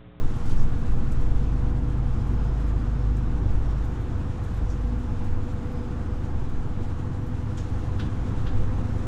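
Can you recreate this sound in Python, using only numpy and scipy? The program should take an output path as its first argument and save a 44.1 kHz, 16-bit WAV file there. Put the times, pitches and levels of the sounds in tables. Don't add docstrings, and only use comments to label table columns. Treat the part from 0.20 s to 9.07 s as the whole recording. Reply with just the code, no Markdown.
import sys
import numpy as np
from scipy import signal
from scipy.fft import rfft, irfft, next_fast_len
from scipy.io import wavfile
from scipy.ndimage import uniform_filter1d

SR = 44100
rng = np.random.default_rng(int(sys.argv[2]) if len(sys.argv) > 2 else 0)


def digitize_waveform(pressure):
    field = np.atleast_2d(pressure).T
    bounded = np.clip(field, -1, 1)
    quanta = np.round(bounded * 32767).astype(np.int16)
    wavfile.write(sys.argv[1], SR, quanta)


N = 391166

# start_s, level_db (550 to 1800 Hz), treble_lift_db
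ROAR_LEVEL = [(0, -46, 5), (1.7, -47, 1.5), (2.2, -45.5, 1), (2.8, -46.5, 1), (4.6, -47, 3),
              (5.2, -47.5, 2), (5.8, -47, 1.5), (7, -48, 3), (7.8, -45.5, 2.5), (8.87, -45.5, 3)]
# pitch_hz, relative_level_db
ROAR_COLOUR = [(26, -39), (45, 0), (62, -7), (110, -6.5), (170, -10.5), (230, -10.5), (265, -13),
               (295, -12.5), (340, -16), (413, -21.5), (460, -22), (540, -27), (700, -25), (850, -24.5),
               (920, -27), (1050, -26), (1450, -30), (1700, -34), (2050, -39), (3700, -45.5), (4600, -50.5),
               (7000, -52), (9500, -61.5), (14200, -76.5)]

# start_s, bright_contact_level_db, duller_panel_level_db (nominal peaks)
TICKS = [(.0952, -71, -66), (.164, -62, -55), (.5894, -68, -58), (.7194, -64, -59), (0.9193, -60, -47.5),
         (1.0091, -62, -62), (2.0725, -66, -56), (2.135, -63, -62), (2.4049, -64, -61), (2.4694, -67, -58),
         (2.969, -69, -56), (3.6509, -61, -58), (3.815, -65, -62), (4.24, -64, -55), (4.34, -65, -57),
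         (4.369, -64, -57), (4.79, -68, -62), (5.043, -68, -57), (5.3293, -67, -62), (5.521, -62, -66),
         (6.299, -74, -58), (7.0683, -63, -59), (7.4994, -69, -59), (7.779, -70, -62), (8.246, -68, -60)]
# start_s, level_db, centre_hz, width_hz
RATTLE_BLOWS = [(.256, -51, 6500, 9000), (.262, -56, 3200, 3000), (.273, -54, 4800, 3000),
                (.281, -58, 9000, 10000), (.295, -50.5, 6000, 10000), (.302, -51, 5000, 9000),
                (.309, -51, 3000, 5000), (.317, -54, 7000, 11000), (.328, -55, 7000, 10000),
                (.343, -54, 2800, 4000), (.359, -54, 3500, 5000), (.367, -57, 6500, 5000),
                (.381, -56, 5700, 1500), (.395, -56, 5800, 3000), (.404, -56, 6500, 5000),
                (.418, -56, 4500, 4500), (.428, -57, 6500, 3500), (4.5, -58, 6000, 1800),
                (4.512, -58, 5700, 1800), (4.522, -58, 6500, 1800), (7.373, -50, 7400, 1800),
                (7.379, -49, 6300, 2200), (7.388, -53, 6000, 2600), (7.398, -56, 6500, 2600),
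                (7.41, -59, 6000, 2600), (7.431, -60, 6500, 1800)]
# pitch_hz, t60_s (time to fall by 60 dB)
TRIM_MODES = [(1950, .014), (2500, .008), (3150, .008), (3900, .008), (4350, .008), (4800, .009),
              (5250, .009), (5670, .012), (6220, .01), (6630, .011), (7070, .011), (7600, .007),
              (8200, .006), (8900, .004), (9700, .004), (10800, .003), (12000, .003), (13300, .003)]
# start_s, level_db, brightness_db_per_octave, rise_s, contact_s
KNOCKS = [(7.373, -50.5, 0, .002, .024), (7.408, -55, 1, .003, .008), (7.78, -53, -5, .008, .012),
          (7.792, -40.5, -4, .002, .006), (7.796, -40.5, 1, .002, .01), (7.809, -46, -2, .003, .014),
          (8.255, -51, -9, .002, .008), (8.262, -49, -2, .003, .008), (8.267, -46, 1, .002, .01),
          (8.276, -48.5, 0, .002, .008), (8.286, -53, 0, .003, .012)]
# pitch_hz, t60_s, relative_level_db
PANEL_MODES = [(1030, .02, -7), (1380, .022, -2), (1500, .025, -1), (1720, .02, -4), (2150, .012, -8),
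               (2450, .012, -6), (2850, .014, -2), (3200, .012, -1), (3520, .016, -2), (3800, .012, -4),
               (4250, .008, -7), (4850, .007, -9), (5750, .005, -15), (7000, .003, -20)]
# start_s, level_db, centre_hz, width_hz, rise_s, hold_s, t60_s
HISSES = [(4.473, -60.5, 6100, 2400, 0.022, 0.028, 0.11), (7.37, -59, 6600, 2400, 0.002, 0.012, 0.25)]

# time_s, pitch_hz
TURBO_PITCH = [(1.98, 5015), (2.1, 5060), (2.46, 5180), (2.66, 5260), (3.0, 5355), (3.45, 5460),
               (3.6, 5455), (4.7, 5385), (5.42, 5140), (5.66, 5020), (5.88, 5025), (6.1, 5120)]
# time_s, level_db
TURBO_LEVEL = [(1.6, -90), (1.75, -79), (1.93, -80), (2, -69.5), (2.06, -71), (2.11, -81), (2.2, -71.5),
               (2.35, -73), (2.4, -80), (2.45, -71), (2.52, -88), (2.63, -85), (2.69, -70.5), (2.75, -79),
               (2.8, -68.5), (2.86, -79), (2.95, -70.5), (3.02, -80), (3.1, -72.5), (3.2, -84), (3.27, -78),
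               (3.38, -84), (3.45, -71), (3.5, -69.5), (3.57, -72), (3.64, -90), (4.65, -90), (4.78, -76),
               (5.15, -79), (5.3, -88), (5.4, -82), (5.46, -71), (5.52, -73), (5.58, -70.5), (5.65, -71),
               (5.71, -88), (5.84, -86), (5.9, -75), (6.05, -82), (6.15, -90)]
# start_s, length_s, level_db
TONE_SPELL = (4.5, 2.95, -62.5)

# peak_s, wheel_hop_db, floor_shudder_db
BUMPS = [(0.056, -16.5, -29), (.15, -40, -36), (.34, -16, -23), (.41, -15, -28), (.47, -21, -25),
         (.62, -23, -33), (.72, -19.5, -26), (.85, -18, -39), (.95, -30, -23.5), (1.03, -21, -23),
         (1.14, -19, -25), (1.47, -27.5, -38), (1.94, -27, -40), (2.25, -34.5, -34), (2.62, -34, -33),
         (3.11, -33, -41), (3.35, -22, -37), (4.01, -41, -38), (4.43, -38, -32), (5.02, -26.5, -43),
         (5.13, -23.5, -41), (5.94, -34, -40), (6.18, -28, -39), (6.38, -25, -35), (6.6, -33, -36),
         (6.89, -51, -41), (7.55, -42, -39), (7.99, -44, -43), (8.27, -23, -36), (8.38, -20, -40),
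         (8.48, -29, -31), (8.82, -39, -36)]

# time_s, firings_hz (one group of three cylinders)
ENGINE_SPEED = [(0, 25.28), (.35, 25.18), (2.3, 25.72), (3.3, 25.88), (4.3, 25.94), (5.8, 25.95),
                (6.6, 26.13), (8.87, 26.88)]
# start_s, length_s, speed_share_db
JUDDER = [(3.8, 1.6, -43)]
# time_s, level_db
ENGINE_LOAD = [(.4, -39), (.65, -31), (.8, -29), (1.05, -26), (1.2, -25.5), (1.6, -27), (2.4, -24),
               (3.55, -26), (3.9, -35.5), (4.2, -35.5), (4.45, -26.5), (4.8, -27.5), (5.1, -45), (5.5, -40),
               (5.9, -33), (6.4, -40), (7.2, -41.5), (7.9, -32.5), (8.87, -34.5)]
# time_s, level_db
UPPER_ORDER = [(.2, -41), (.7, -34), (1.7, -33), (3.6, -38), (4, -46), (6, -48), (7, -44), (8.87, -44)]
# crank_multiple, level_db (before the pull change)
ENGINE_ORDERS = [(4, -38), (5, -50), (6, -35.5), (6.5, -49), (8, -45), (8.5, -46), (9, -46), (9.5, -57),
                 (10, -51), (10.5, -59), (12, -58.5), (12.5, -69), (13, -52), (13.5, -54), (15, -62),
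                 (16, -57.5), (16.5, -50.5), (17, -53.5), (17.5, -60.5), (19, -60), (19.5, -65.5),
                 (22, -56.5)]
# time_s, change_db
PULL = [(.2, -1), (1, -1.5), (3.5, -2.5), (3.9, -5.5), (6, -5), (8.87, -5)]
# shaft_multiple, level_db
SHAFT_ORDERS = [(2, -50.5), (5, -42), (6, -52.5), (12, -56), (18, -61)]
# time_s, order_4_db, order_10_db
SHAFT_HUM = [(.2, -47, -53), (.6, -40, -44.5), (1, -42, -49.5), (1.5, -42, -42), (2, -32.5, -44),
             (2.4, -43, -45.5), (3, -53, -40), (3.3, -28, -43), (3.6, -41, -57), (3.9, -35.5, -43),
             (4.2, -35, -48.5), (4.7, -41, -40), (5.1, -32, -45), (5.5, -42, -43), (6, -35, -43),
             (6.3, -48, -42.5), (6.6, -33.5, -47.5), (7.2, -35.5, -41.5), (7.5, -35, -50), (8.4, -31, -43),
             (8.87, -31, -42.5)]
# time_s, mesh_db, order_17_db, order_20_db
MESH_LEVEL = [(.2, -51, -73, -57), (1.5, -48.5, -72, -67), (2.4, -52, -73, -75), (4.5, -51, -75, -56),
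              (5.6, -48.5, -76, -53), (6.2, -55.5, -72, -57.5), (7.5, -54, -70, -51.5),
              (8.5, -52, -63, -52.5)]

TICK_RISE_S, TICK_CONTACT_S = .008, 0.021
FAINT_TICK_DB, FAINT_SPREAD_DB = (-69, -70), 9
RATTLE_RISE_S, RATTLE_T60_S = 0.002, .1
CONTACTS_PER_S = 3000
TONE_HZ = 853
HOP_HZ, BUMP_RISE_S, HOP_T60_S = 12.8, 0.2, 0.54
SHUDDER_HZ, SHUDDER_RISE_S, SHUDDER_T60_S = 33, 0.061, 0.26
HEAVE_SHARE, SHUDDER_NOISE_SHARE = .35, .6
SMOOTH_HOP_DB, SMOOTH_SHUDDER_DB, UNEVEN_DB = -33.5, -41.5, 0.5
SPEED_WOBBLE = .001
SHAFT_PER_CRANK, MESH_PER_CRANK = 1.396, 28.575
THIRD_DB = -36.5
EDGE_HZ = 14380


def gain_of(db):
    return 10 ** (np.asarray(db) / 20)


def evened(x):
    return x / np.sqrt(np.mean(x ** 2) + 1e-20)


def curves(rows):
    time_s, *columns = np.transpose(rows)
    t = np.arange(N) / SR
    return [np.interp(t, time_s, column) for column in columns]


def add(mix, start_s, sound):
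    part = mix[round(start_s * SR):][:len(sound)]
    part += sound[:len(part)]


def band_noise(size, hz, width_hz):
    padded = next_fast_len(size, real=True)
    f = np.fft.rfftfreq(padded, 1 / SR)
    random_spectrum = rng.standard_normal(len(f)) + 1j * rng.standard_normal(len(f))
    bell = 1 / (1 + (2 * (f - hz) / width_hz) ** 2)
    return evened(irfft(random_spectrum * bell, padded)[:size])


def drift(spread_db):
    return spread_db * band_noise(N, 0, 1.7)


def chatter(size, spread_db):
    return gain_of(spread_db * band_noise(size, 0, 640))


def tone(hz, db, waver_db):
    phase = 2 * np.pi * (np.cumsum(hz) / SR + rng.random())
    level = gain_of(db + waver_db * band_noise(N, 0, 13.4))
    return np.sqrt(2) * level * np.sin(phase)


def spells(rows, edge_s):
    t = np.arange(N) / SR
    total = 0
    for start_s, length_s, db in rows:
        inside_s = np.minimum(t - start_s, start_s + length_s - t)
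        total = total + gain_of(db) * np.clip(inside_s / edge_s + 1, 0, 1) ** 2
    return total


def jolts(peak_s, dbs, rise_s, t60_s):
    t = np.arange(0, N / SR, .001)
    late_s = t[:, None] - np.asarray(peak_s)
    swell = np.clip(late_s / rise_s + 1, 0, 1) ** 2
    shape = swell * gain_of(np.asarray(dbs) - 60 * np.maximum(late_s, 0) / t60_s)
    return np.interp(np.arange(N) / SR, t, np.sqrt((shape ** 2).sum(1)))


def struck(force, hz, t60_s, db):
    t = np.arange(SR // 32) / SR
    rings = gain_of(-60 * t / t60_s[:, None]) * np.sin(2 * np.pi * hz[:, None] * t)
    share = gain_of(db) / np.linalg.norm(gain_of(db))
    rings *= (share / np.linalg.norm(rings, axis=1))[:, None]
    touching = rng.random(len(force)) < CONTACTS_PER_S / SR
    contacts = force * touching * np.sqrt(SR / CONTACTS_PER_S)
    hits = contacts * rng.standard_normal((len(hz), len(force)))
    return signal.fftconvolve(hits, rings, axes=1).sum(0)


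def roar():
    hop = 256
    frames, hz = N // hop + 5, np.fft.rfftfreq(1024, 1 / SR)
    real, imaginary, patches = rng.standard_normal((frames, len(hz), 3)).T
    patches = uniform_filter1d(patches, 10, 0)
    patches = evened(uniform_filter1d(patches, 12, 1))
    level_db, lift_db = curves(ROAR_LEVEL)
    lift_db = np.interp(np.arange(frames) * hop, np.arange(N), lift_db)
    treble = np.clip(np.log2(hz / 1300 + 1e-9) / 3, 0, 1)[:, None]
    flicker = evened(uniform_filter1d(rng.standard_normal(frames), size=6))
    change_db = 0.76 * patches + treble * (lift_db + 1.4 * flicker)
    spectra = (real + 1j * imaginary) * gain_of(change_db)
    uncoloured = signal.istft(spectra, nperseg=1024, noverlap=1024 - hop)[1]

    f = np.fft.rfftfreq(len(uncoloured), 1 / SR)
    colour_hz, colour_db = np.transpose(ROAR_COLOUR)
    colour = gain_of(np.interp(np.log(f + 1), np.log(colour_hz + 1), colour_db))
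    spectrum = rfft(uncoloured) * colour
    middle = irfft(spectrum * (f > 550) * (f < 1800), len(uncoloured))
    return gain_of(level_db) * irfft(spectrum, len(uncoloured))[:N] / np.std(middle)


def ticks():
    out, t = np.zeros(N), np.arange(SR // 8) / SR
    crest = 2.6
    faint = []
    for when, softness in rng.random(size=(30, 2)):
        faint.append((when * N / SR, *(FAINT_TICK_DB - FAINT_SPREAD_DB * softness)))
    contact = np.exp(-(t / TICK_CONTACT_S) ** 2)
    tail = 0.36 * gain_of(-60 * t / 0.22)
    shape = np.clip(t / TICK_RISE_S, 0, 1) * (contact + tail)
    for start_s, bright_db, panel_db in TICKS + faint:
        bright = gain_of(bright_db) * band_noise(len(t), 11900, 2200)
        panel = gain_of(panel_db) * band_noise(len(t), 6800, 6000)
        tick = shape * chatter(len(t), 2.5) * (bright + panel) / crest
        add(out, max(start_s - TICK_RISE_S, 0), tick)
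    rustle = gain_of(2.8 * band_noise(N, 0, 15)) * band_noise(N, 11500, 5000)
    return out + gain_of(-86) * rustle


def rattle():
    out, t = np.zeros(N), np.arange(SR // 10) / SR
    force = np.clip(t / RATTLE_RISE_S, 0, 1) * gain_of(-60 * t / RATTLE_T60_S)
    modes_hz, t60_s = np.transpose(TRIM_MODES)
    for start_s, db, hz, width_hz in RATTLE_BLOWS:
        reach_db = -20 * np.log10(1 + (2 * (modes_hz - hz) / width_hz) ** 2)
        add(out, start_s - RATTLE_RISE_S, gain_of(db) * struck(force, modes_hz, t60_s, reach_db))
    return out


def hisses():
    out, t = np.zeros(N), np.arange(SR // 4) / SR
    for start_s, db, hz, width_hz, rise_s, hold_s, t60_s in HISSES:
        fading_s = np.maximum(t - rise_s - hold_s, 0)
        shape = np.clip(t / rise_s, 0, 1) * gain_of(-60 * fading_s / t60_s)
        noise = chatter(len(t), 3.2) * band_noise(len(t), hz, width_hz)
        add(out, start_s, gain_of(db) * shape * noise)
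    return out


def knocks():
    out, t = np.zeros(N), np.arange(SR // 4) / SR
    hz, t60_s, mode_db = np.transpose(PANEL_MODES)
    buzz = .36 * gain_of(-60 * t / 0.39)
    for start_s, db, tilt_db, rise_s, contact_s in KNOCKS:
        force = np.clip(t / rise_s, 0, 1) * (np.exp(-(t / contact_s) ** 2) + buzz)
        tilted_db = mode_db + tilt_db * np.log2(hz / 3000)
        add(out, start_s, gain_of(db) * struck(force, hz, t60_s, tilted_db))
    return out


def whistles():
    pitch_hz, = curves(TURBO_PITCH)
    level_db, = curves(TURBO_LEVEL)
    flutter_db = level_db + 1.4 * band_noise(N, 0, 30)
    turbo = tone(pitch_hz * (1 + 0.0015 * band_noise(N, 0, 33)), flutter_db, .4)
    steady = tone(TONE_HZ * (1 + .004 * band_noise(N, 0, 12)), 0, 2.8)
    return turbo + spells([TONE_SPELL], 0.7) * steady


def road():
    peak_s, hop_db, shudder_db = np.transpose(BUMPS)
    hop_size = jolts(peak_s, hop_db, BUMP_RISE_S, HOP_T60_S)
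    hop_size += gain_of(SMOOTH_HOP_DB + drift(UNEVEN_DB))
    shudder_size = jolts(peak_s, shudder_db, SHUDDER_RISE_S, SHUDDER_T60_S)
    shudder_size += gain_of(SMOOTH_SHUDDER_DB + drift(UNEVEN_DB))

    hop_hz = HOP_HZ * (1 + .06 * band_noise(N, 0, 1.526))
    hop = np.sqrt(2) * np.sin(2 * np.pi * np.cumsum(hop_hz) / SR)
    heave = band_noise(N, 10, 12)
    shudder_hz = SHUDDER_HZ * (1 + .1 * band_noise(N, 0, 4))
    shudder = np.sqrt(2) * np.sin(2 * np.pi * np.cumsum(shudder_hz) / SR)
    shudder_noise = band_noise(N, SHUDDER_HZ, 28.0)
    low = hop_size * evened(hop + HEAVE_SHARE * heave)
    return low + shudder_size * evened(shudder + SHUDDER_NOISE_SHARE * shudder_noise)


def crank_speed():
    slow = SPEED_WOBBLE * band_noise(N, 0, 4)
    judder = spells(JUDDER, .3) * band_noise(N, 10, 8)
    firings_hz, = curves(ENGINE_SPEED)
    return firings_hz * 2 / 3 * (1 + slow + judder)


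def driveline(crank):
    fire_db, = curves(ENGINE_LOAD)
    upper_db, = curves(UPPER_ORDER)
    pull_db, = curves(PULL)
    hum_db, moan_db = curves(SHAFT_HUM)
    mesh_db, order_17_db, order_20_db = curves(MESH_LEVEL)
    shaft = crank * SHAFT_PER_CRANK

    engine = tone(3 * crank, fire_db, 0.78)
    engine += tone(4.5 * crank, THIRD_DB + drift(1.5), 0.5)
    engine += tone(7.5 * crank, upper_db, 0.38)
    for order, db in ENGINE_ORDERS:
        engine += tone(order * crank, db + pull_db, 2.54)

    shaft_hum = tone(4 * shaft, hum_db, 0.52) + tone(10 * shaft, moan_db, 0.66)
    shaft_hum += tone(17 * shaft, order_17_db, 2) + tone(20 * shaft, order_20_db, 2)
    for order, db in SHAFT_ORDERS:
        shaft_hum += tone(order * shaft, db, 2.45)

    gear_mesh = tone(MESH_PER_CRANK * crank, mesh_db, 1.0)
    return engine + shaft_hum + gear_mesh


def scene():
    trim = ticks() + rattle() + hisses() + knocks()
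    return (roar() + trim + whistles() + road() + driveline(crank_speed()))[None]


def record(dry):
    taps = signal.firwin(511, EDGE_HZ, window=("kaiser", 9), fs=SR)[None]
    padded = np.pad(dry, [(0, 0), (255, 255)], "reflect")
    return signal.oaconvolve(padded, taps, "valid")


dry = scene()
out = record(dry)
digitize_waveform(out)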